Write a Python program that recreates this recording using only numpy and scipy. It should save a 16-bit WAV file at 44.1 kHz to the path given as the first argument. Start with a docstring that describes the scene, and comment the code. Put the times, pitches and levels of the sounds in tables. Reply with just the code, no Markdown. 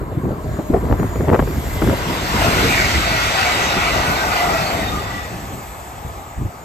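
"""A passenger train passes at speed, close to a phone held beside the line in gusty wind.
0-2 s: the rails sing ahead of the train, far wheels drone, wind slaps the microphone ports.
2-5 s: near wheels roar and ring as the bogies go by; the train's draught adds to the buffeting.
From 5 s: the rails sing lower behind the train; roar and wind die away."""
import sys
import numpy as np
from scipy import signal
from scipy.fft import rfft, irfft, next_fast_len
from scipy.io import wavfile
from scipy.ndimage import uniform_filter1d, map_coordinates

SR = 44100
rng = np.random.default_rng(int(sys.argv[2]) if len(sys.argv) > 2 else 0)


def master_out(mix):
    """Clip the mix to full scale and print it as 16-bit PCM to the path in sys.argv[1]."""
    frames = np.transpose(np.atleast_2d(mix))
    ceiling = np.clip(frames, -1, 1)
    pcm = np.round(ceiling * 32767).astype(np.int16)
    wavfile.write(sys.argv[1], SR, pcm)


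N = 292989

# the pass: t/s, wheel roar/dB, rail hiss/dB, far drone/dB
PASS_LEVELS = [(0.0, -75, -57, -35.5), (0.44, -48.5, -53.5, -35.5), (0.9, -46.5, -49.5, -32.5),
               (1.35, -40.5, -48, -33.5), (1.7, -35.5, -41.5, -31.5), (2.0, -28.5, -42.5, -26.5),
               (2.24, -24, -39.5, -28.5), (2.47, -18.5, -33.5, -19), (2.77, -17.5, -35.5, -36),
               (3.2, -19.5, -42, -52), (3.32, -17.5, -49, -29.5), (3.6, -19, -48, -24.5),
               (4.15, -22, -38.5, -23.5), (4.5, -22, -38, -22.5), (4.74, -25, -39, -26.5),
               (5.23, -34, -47, -32.5), (5.55, -40.5, -46.5, -35), (6.0, -43.5, -49.5, -35.5),
               (6.64, -48, -53.5, -37.5)]
# train noise spectra: f/Hz, relative level/dB
ROAR_SPECTRUM = [(150, -12), (250, -17.5), (450, -13.5), (670, -2.5), (1050, -6.5), (1490, 0), (1700, -7.5),
                 (1980, -4), (2500, -6.5), (3100, -9), (3400, -8.5), (3890, -11.5), (4940, -12),
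                 (8900, -22.5), (11500, -24.5), (13500, -25), (14800, -50), (15500, -57)]
HISS_SPECTRUM = [(4500, -15), (6500, 1), (8000, 3), (10000, -10.5), (11500, 4), (13500, -1.5),
                 (14600, -1.5), (15200, -22), (15500, -44)]
DRONE_AHEAD_SPECTRUM = [(180, -42), (300, -9.5), (541, -7.5), (613, -4.5), (860, -9.5), (962, -3),
                        (1610, -14), (1820, -15), (2830, -26.5), (4390, -30.5), (6000, -41), (7800, -76),
                        (13200, -120)]
DRONE_BEHIND_SPECTRUM = [(180, -24), (300, -9.5), (527, -6), (768, 0.5), (1080, -7), (1240, 0), (1460, -15),
                         (2260, -15.5), (3590, -38), (4280, -44), (6000, -26), (7800, -57), (13200, -120)]
# wheel rings: centre t/s, length/s, centre f/Hz, level/dB
WHEEL_RINGS = [(2.494, .45, 1445, -36), (2.618, 0.37, 4060, -36), (2.63, 0.17, 464, -25),
               (2.76, 0.25, 2300, -24), (2.75, .2, 2450, -28), (2.788, .35, 1920, -26),
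               (2.85, .15, 2180, -26), (3.13, 0.25, 655, -26), (3.182, 0.34, 1930, -28),
               (3.409, 0.33, 2450, -36), (3.4, .11, 775, -21), (3.47, .08, 730, -22),
               (3.499, 0.33, 1244, -30), (3.28, .2, 3510, -34), (3.52, 0.41, 2020, -29),
               (3.544, .25, 3770, -36), (3.84, .25, 690, -30), (3.75, .2, 3540, -34), (4.08, .3, 1490, -25),
               (3.15, .3, 1490, -29), (4.24, 0.15, 1553, -25), (4.39, .2, 2020, -27),
               (4.55, .22, 1935, -29), (4.44, 0.14, 700, -21), (4.55, .2, 665, -21), (4.33, .2, 730, -29),
               (4.75, 0.28, 660, -29), (4.51, .25, 1360, -23.5), (4.35, .2, 1440, -26),
               (4.8, 0.14, 2050, -30), (3.9, .25, 2000, -30), (3.0, .2, 2030, -29), (4.83, .25, 1880, -33),
               (5.15, .3, 1960, -34), (4.66, .14, 4250, -36), (5.2, 0.25, 5280, -50),
               (4.902, .45, 719, -32.5), (4.97, 0.12, 1215, -27), (4.86, .22, 3720, -35),
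               (5.15, .16, 1170, -32)]
# wheel modes of the faint rings: f/Hz, level/dB
FAINT_MODES = [(1450, -30), (2250, -30), (2700, -34), (3800, -35), (4350, -37)]
# high rail tones: f/Hz, level/dB re the hiss curve
RAIL_TONES_AHEAD = [(6869, -8), (7553, -13), (8856, -14), (10220, -9), (10917, -5), (11590, -11),
                    (12269, -7), (12947, -13), (13631, -16), (14314, -16)]
RAIL_TONES_BEHIND = [(6450, -13), (7084, -4), (7736, -5), (8419, -12), (9065, -14), (10370, -13),
                     (11687, -11), (12333, -10)]
# single rail tones: start t/s, end t/s, f/Hz, level/dB, fall/(dB/s)
RAIL_HUMS = [(0, 1.2, 1310, -57, 3), (.38, .95, 612, -40, 0), (.49, .72, 6869, -53, 15),
             (.95, 1.3, 6869, -50, 8), (1.4, 2.7, 3429, -56, -10), (1.5, 2.68, 2062, -50, -14),
             (1.6, 2.9, 2747, -56, -14), (2.55, 4.9, 2580, -37.5, 2.5), (2.62, 4.68, 1933, -38, 0),
             (4.72, 5.34, 1930, -40, 5), (4.95, 5.32, 3545, -46, 8), (2.9, 4.4, 3235, -48, 1.5),
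             (2.7, 4.6, 3963, -46, 1.5), (5, 6.2, 2575, -53, 6), (5.3, 6.4, 3500, -58, 6),
             (5.2, 6.2, 1742, -53, 3), (5.6, 6.7, 1254, -53, 0), (5.7, 6.7, 1170, -51, 0),
             (5.35, 6, 7736, -57, 2)]
# steady wind plus train draught: t/s, thump/dB, flutter/dB
WIND_LEVELS = [(0.0, -29.5, -33), (0.68, -33, -31.5), (0.9, -22.5, -29), (1.75, -24.5, -31),
               (2.25, -27.5, -26), (2.42, -22, -22.5), (3.0, -24.5, -26.5), (3.45, -34, -33),
               (3.9, -29, -28), (4.35, -31.5, -30.5), (4.75, -28, -25.5), (5.1, -32, -31.5),
               (5.3, -31.5, -34), (5.58, -31, -34), (5.65, -36.5, -41.5), (6.64, -43, -44.5)]
# wind noise spectra: f/Hz, relative level/dB
THUMP_SPECTRUM = [(20, -36), (38, -2.5), (58, 5), (110, 2), (160, -9.5), (220, -23.5), (300, -59)]
FLUTTER_SPECTRUM = [(80, -4), (140, 1), (280, -2.5), (420, -7), (700, -34.5), (1500, -60)]
CRACKLE_SPECTRUM = [(200, -8.5), (380, 10.5), (700, 4.5), (1200, -14.5), (2200, -28), (3500, -70),
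                    (5500, -53)]
# gusts: start t/s, length/s, thump/dB, flutter/dB, crackle/dB
WIND_GUSTS = [(.01, 0.019, -26, -24, -36), (0.112, 0.015, -33, -28, -28), (0.17, 0.013, -26, -19, -50),
              (0.231, 0.056, -43, -16.5, -32), (0.304, 0.024, -25.5, -23.5, -24.5),
              (.435, 0.043, -23, -31.5, -33), (.51, 0.016, -21, -31, -45), (0.584, 0.014, -40, -24, -23),
              (0.699, 0.0081, -24, -14.5, -36), (0.729, 0.017, -14.5, -20, -15),
              (0.757, 0.013, -25, -19, -28), (0.824, 0.047, -26, -18, -29), (0.896, 0.037, -20, -14, -20),
              (0.989, 0.054, -19, -19, -25.5), (1.113, 0.014, -35, -32, -30), (1.154, 0.02, -31, -20, -31),
              (1.197, 0.046, -37, -26, -26.5), (1.272, 0.029, -35, -16, -23),
              (1.31, 0.044, -19.5, -16.5, -16.5), (1.384, 0.048, -18, -22.5, -30),
              (1.478, 0.043, -30, -26.5, -41), (1.53, 0.058, -17, -28, -44), (1.753, 0.033, -28, -29, -31),
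              (1.819, 0.032, -25, -17.5, -22.5), (1.86, 0.08, -26, -17.5, -23),
              (2.079, 0.023, -40, -20, -38), (2.338, 0.035, -38, -20, -30), (2.626, 0.091, -36.5, -23, -49),
              (2.951, 0.033, -20.5, -30, -50), (3.764, 0.036, -27, -23.5, -40),
              (3.952, 0.055, -22.5, -47, -43), (4.473, 0.073, -39, -24, -50), (4.89, 0.034, -29, -29, -43),
              (5.534, 0.032, -28, -47, -54), (6.047, 0.026, -25, -36, -61), (6.376, 0.09, -22.5, -29, -55)]
# air slaps: t/s, relative crack level/dB, relative thud level/dB
AIR_SLAPS = [(0.242, -33, -8), (.294, -34, -5), (0.318, -28, -7), (0.593, -33, -3), (0.699, -30, -11),
             (.7395, -11.5, 2.5), (0.765, -19, -2), (0.853, -18, -7), (0.885, -18, -12), (0.91, -15, -8),
             (.925, -8, 4), (0.997, -11.5, -1), (1.029, -13, -10), (1.114, -21, -12), (1.157, -15.5, -11),
             (1.207, -18, -4), (1.282, -8.5, -7), (1.291, -9, -6), (1.2987, -8.5, -14), (1.327, -15, -4),
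             (1.329, -11, -1), (1.333, -6, 4), (1.343, -1, 0), (1.35, -6.5, 6), (1.359, -11.5, -3),
             (1.391, -6, 0), (1.395, -9, 1), (1.399, -11.5, 5), (1.423, -12, -9), (1.475, -16.5, -4),
             (1.557, -19.5, -9), (1.607, -18.5, -12), (1.639, -15, -8), (1.818, -12, -3), (1.822, -8, -1),
             (1.865, -27, -11), (1.873, -10, -7), (1.887, -23, 3), (1.896, -10, -3)]
# likeness of the two ports: f/Hz, coherence/1
TRAIN_COHERENCE = [(60, .9), (300, .87), (640, .75), (1100, .62), (1400, .45), (1800, .6), (2300, .7),
                   (3250, .42), (4100, .55), (5700, .4), (7500, .65), (15000, .75)]
WIND_COHERENCE = [(60, 0.97), (300, 0.91), (1100, 0.73), (1700, 1), (3500, 0.34)]
# port balance: f/Hz, left minus right/dB
TRAIN_BALANCE = [(60, 4), (110, 0.5), (200, 3), (380, 1.5), (700, 2), (1290, 2.5), (2380, -1), (4400, 0.5),
                 (8120, 0.5), (15000, 0)]
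WIND_BALANCE = [(380, 0), (700, 5.5), (2400, 4), (4400, 2)]
# phase between the ports: f/Hz, left lead/rad
AHEAD_PHASE = [(100, .1), (500, 0.59), (860, 1.16), (1380, 2.16), (1720, 7.7), (2400, 4.8), (2930, 4.7),
               (4500, 5.5), (8600, 5.5), (11370, 1.5), (12400, 0.71)]
ABREAST_PHASE = [(100, .1), (344, 0.72), (861, 1.12), (1378, 2.25), (1722, 5.08), (2928, 7.66),
                 (4134, 13.14), (4823, 14.6), (5684, 17.7), (6546, 18.16), (8613, 17.6), (11370, 14.65),
                 (12400, 13.9)]
BEHIND_PHASE = [(100, -1.5), (1030, 1.14), (1200, -4), (1720, -0.4), (2930, 1), (4820, 1.3), (5680, 1.1),
                (6550, 0.5), (8600, 1), (11370, -4.5), (12400, -6.5)]
WIND_PHASE = [(100, 0.42), (600, -0.023), (1400, -0.89), (2200, 0.16)]

T_S = np.arange(N) / SR


def train():
    """Wheels and rails; the image swings round as the train arrives and as it leaves."""
    arrive_s, leave_s, swing_s = 2.05, 5.25, 0.42
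    roar_db, hiss_db, drone_db = curves(PASS_LEVELS)
    near = wheel_roar(roar_db) + wheel_rings() + rails(hiss_db) + far_drone(drone_db)
    far = near[::-1] * [[1], [-1]]  # channels swapped, one inverted: uncorrelated with near
    ahead = ramp((arrive_s - T_S) / swing_s + .5)
    behind = ramp((T_S - leave_s) / swing_s + .5)
    stages = [(ahead, far, AHEAD_PHASE), (1 - ahead - behind, near, ABREAST_PHASE),
              (behind, far, BEHIND_PHASE)]
    return sum(ports(np.sqrt(np.abs(share)) * pair, TRAIN_COHERENCE, TRAIN_BALANCE, phase)
               for share, pair, phase in stages)


def wheel_roar(level_db):
    """Broadband rolling noise of the near wheels."""
    return amp(level_db + 0.5 * wobble(12)) * shaped_noise(ROAR_SPECTRUM, patchy_db=1.7)


def wheel_rings():
    """Wheels ring as bogies pass: narrow bands swell and slide down, spread by rough contact."""
    slide_per_s, steady_gain = 0.17, 0.4
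    faint_count, first_s, last_s = 55, 2.4, 4.75
    faint = []
    for i in range(faint_count):
        hz, db = FAINT_MODES[i % len(FAINT_MODES)]
        centre_s, length_s = rng.uniform(first_s, last_s), rng.uniform(.06, .18)
        faint.append((centre_s, length_s, hz * rng.uniform(.94, 1.06), db))
    out = np.zeros((2, N))
    for centre_s, length_s, hz, db in WHEEL_RINGS + faint:
        progress = np.linspace(0, 1, int(length_s * SR))
        pitch_hz = hz * (1 + slide_per_s * length_s * (.5 - progress))
        tone = np.exp(2j * np.pi * np.cumsum(pitch_hz) / SR)
        knots = rng.standard_normal((2, 2, 160))
        rough_hz = 38 + hz / 90
        at = [progress * length_s * rough_hz]
        rough = np.array([map_coordinates(re, at) + 1j * map_coordinates(im, at) for re, im in knots])
        steady = steady_gain * np.exp(1j * knots[:, 0, :1])
        ring = np.real(tone * (rough + steady)) / np.hypot(1, steady_gain / np.sqrt(2))
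        swell = np.sin(np.pi * progress) ** 0.91
        start = int(centre_s * SR) - len(tone) // 2
        out[:, start:start + len(tone)] += amp(db) * swell * ring
    return out


def rails(hiss_db):
    """Rails hiss, sing and hum; the passing wheels damp the singing."""
    treble = amp(1.5) * shaped_noise(HISS_SPECTRUM, patchy_db=2.5)
    treble += ramp((2.45 - T_S) / .5) * rail_singing(RAIL_TONES_AHEAD)
    treble += ramp((T_S - 4.7) / .5) * rail_singing(RAIL_TONES_BEHIND)
    return amp(hiss_db) * treble + sum(rail_hum(*row) for row in RAIL_HUMS)


def rail_singing(tones, width_hz=21):
    """Noise through narrow rail resonances, each swelling on its own."""
    out = np.zeros((2, N))
    size = next_fast_len(N)
    f_hz = np.fft.rfftfreq(size, 1 / SR)
    for hz, db in tones:
        peak = np.exp(-.5 * ((f_hz - hz) / width_hz) ** 2)
        phases = np.exp(2j * np.pi * rng.random((2, len(f_hz))))
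        out += amp(db + 1.6 * wobble(8.5)) * unit_rms(irfft(peak * phases, size)[:, :N])
    return out


def rail_hum(start_s, end_s, hz, db, fall_db_per_s):
    """One rail tone, drifting in pitch and level, faded in and out."""
    cycles = np.cumsum(hz + 6 * np.array([wobble(25), wobble(25)]), axis=1) / SR
    fade = ramp(np.minimum(T_S - start_s, end_s - T_S) / 0.039)
    level_db = db - fall_db_per_s * (T_S - start_s) + 2.5 * wobble(16)
    return np.sqrt(2) * fade * amp(level_db) * np.sin(2 * np.pi * cycles)


def far_drone(level_db, abreast_s=3.47, crossfade_s=1.26):
    """Far wheels drone; the spectrum changes as the middle of the train passes."""
    gone = ramp((T_S - abreast_s) / crossfade_s + .5)
    ahead = np.sqrt(1 - gone) * shaped_noise(DRONE_AHEAD_SPECTRUM, patchy_db=2.5)
    behind = np.sqrt(gone) * shaped_noise(DRONE_BEHIND_SPECTRUM, patchy_db=1.5)
    return amp(level_db) * (ahead + behind)


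def wind():
    """Eddies thump and flutter at the ports; hard gusts break into a lumpy crackle."""
    thump_db, flutter_db = curves(WIND_LEVELS)
    thump_gust, flutter_gust, crackle_gust = gusts()
    thump = unit_rms(amp(0.91 * wobble(22)) * shaped_noise(THUMP_SPECTRUM, patchy_db=0.5))
    thump *= np.hypot(thump_gust, amp(thump_db + 1.4 * wobble(15)))
    flutter = unit_rms(amp(1.9 * wobble(50)) * shaped_noise(FLUTTER_SPECTRUM, patchy_db=1.0))
    flutter *= np.hypot(flutter_gust, amp(flutter_db + 1.8 * wobble(19)))
    lumps = amp(7 * np.tanh(wobble(130)))
    crackle = unit_rms(lumps * shaped_noise(CRACKLE_SPECTRUM, patchy_db=1.5))
    crackle *= np.hypot(crackle_gust, amp(flutter_db - 9))
    return ports(thump + flutter + crackle + slaps(), WIND_COHERENCE, WIND_BALANCE, WIND_PHASE)


def gusts(rise_s=0.0038, fall_s=0.014):
    """Gains of thump, flutter and crackle: each gust rises fast, holds, decays."""
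    power = np.zeros((3, N))
    for start_s, length_s, *levels_db in WIND_GUSTS:
        age_s = T_S - start_s
        envelope = ramp(age_s / rise_s) * np.exp(-np.maximum(age_s - length_s, 0) / fall_s)
        power += (amp(levels_db)[:, None] * envelope) ** 2
    return np.sqrt(power)


def slaps(crack_t60_s=0.012, thud_t60_s=0.02, thud_lead_s=.004):
    """Each slap: a sharp push of air in a short puff, over a longer low thud."""
    cracks, thuds = np.zeros((2, 2, N))
    t_s = np.arange(2000) / SR
    for start_s, crack_db, thud_db in AIR_SLAPS:
        crack_noise, thud_noise = rng.standard_normal((2, 2, len(t_s)))
        crack = crack_noise * t_s * amp(-60 * t_s / crack_t60_s)
        crack *= 0.75 / np.linalg.norm(crack[0])
        crack[0, 90] += np.sign(crack_noise[0, 0])  # the push, 2 ms in
        cracks[:, round(start_s * SR):][:, :len(t_s)] += amp(crack_db + 28) * crack
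        thud = thud_noise * t_s * amp(-60 * t_s / thud_t60_s)
        thud[0, 150] += 4 * np.abs(thud).max() * np.sign(thud_noise[0, 0])
        thud /= np.linalg.norm(thud[0])
        thuds[:, round((start_s - thud_lead_s) * SR):][:, :len(t_s)] += amp(thud_db + 25) * thud
    cracks = filtered(cracks, lambda f: band_response(f, 490, q=0.76) * low_response(f, 2100))
    return cracks + filtered(thuds, lambda f: band_response(f, 313, q=0.97) ** 2)


def ports(pair, coherence, balance, phase):
    """Mix two unrelated signals to the coherence, balance and phase gap of the ports."""
    def response(hz):
        mix_rad = np.arccos(np.clip(log_interp(coherence, hz), 0, 1)) / 2
        common, opposed = np.cos(mix_rad), np.sin(mix_rad)
        tilt = amp(log_interp(balance, hz) / 2) * np.exp(.5j * log_interp(phase, hz))
        return np.array([[common * tilt, opposed * tilt], [common / tilt, -opposed / tilt]])
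    return filtered(pair, response).sum(axis=1)


def shaped_noise(spectrum, patchy_db):
    """Two noises, rms 1, sharing random time-frequency patches of gain."""
    bins = signal.stft(rng.standard_normal((2, N)), nperseg=512)[2]
    patches = uniform_filter1d(rng.standard_normal(bins.shape[1:]), 5, axis=0)
    patches = uniform_filter1d(patches, 12, axis=1)
    pair = signal.istft(bins * amp(patchy_db * unit_rms(patches)), nperseg=512)[1][:, :N]
    low_hz, high_hz = spectrum[0][0] / 2, spectrum[-1][0] * 2
    return unit_rms(filtered(pair, lambda f: amp(log_interp(spectrum, f)) * (f > low_hz) * (f < high_hz)))


def filtered(x, response):
    """Apply a complex frequency response."""
    size = next_fast_len(N + 8192)
    return irfft(rfft(x, size) * response(np.fft.rfftfreq(size, 1 / SR)), size)[..., :N]


def band_response(f_hz, centre_hz, q):
    """Two-pole band-pass."""
    damping = 1j * f_hz * centre_hz / q
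    return damping / (centre_hz ** 2 - f_hz ** 2 + damping)


def low_response(f_hz, corner_hz):
    """Four-pole low-pass."""
    return 1 / (1 + 1.4j * f_hz / corner_hz - (f_hz / corner_hz) ** 2) ** 2


def wobble(rate_hz):
    """Smooth random curve, rate_hz knots a second."""
    knots = rng.standard_normal(int(N * rate_hz / SR) + 4)
    return map_coordinates(knots, [T_S * rate_hz])


def curves(rows):
    """Per-sample values of each column after t/s."""
    times_s, *columns = np.transpose(rows)
    return [np.interp(T_S, times_s, column) for column in columns]


def log_interp(points, hz):
    """Interpolate (f/Hz, value) points on a log frequency axis."""
    f_hz, values = np.transpose(points)
    return np.interp(np.log(hz + 1), np.log(f_hz + 1), values)


def ramp(x):
    return np.clip(x, 0, 1)


def amp(db):
    return 10 ** (np.asarray(db) / 20)


def unit_rms(x):
    return x / np.sqrt(np.mean(x ** 2) + 1e-20)


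def scene():
    return train() + wind()


def record(dry):
    """Soft overload and band limit; channels opposite near 10 kHz, almost mono in the top treble."""
    ceiling, mono_hz, top_hz = 1.2, 12450, 15741
    left, right = dry / (1 + np.abs(dry / ceiling) ** 4) ** (1 / 4)
    mid = filtered(left + right, lambda hz: (hz < top_hz) * ((hz < 9080) | (hz > 10950))) / 2
    side = filtered(left - right, lambda hz: (hz < top_hz) * np.where(hz > mono_hz, amp(-24), 1)) / 2
    return np.array([mid + side, mid - side])


dry = scene()
out = record(dry)
master_out(out)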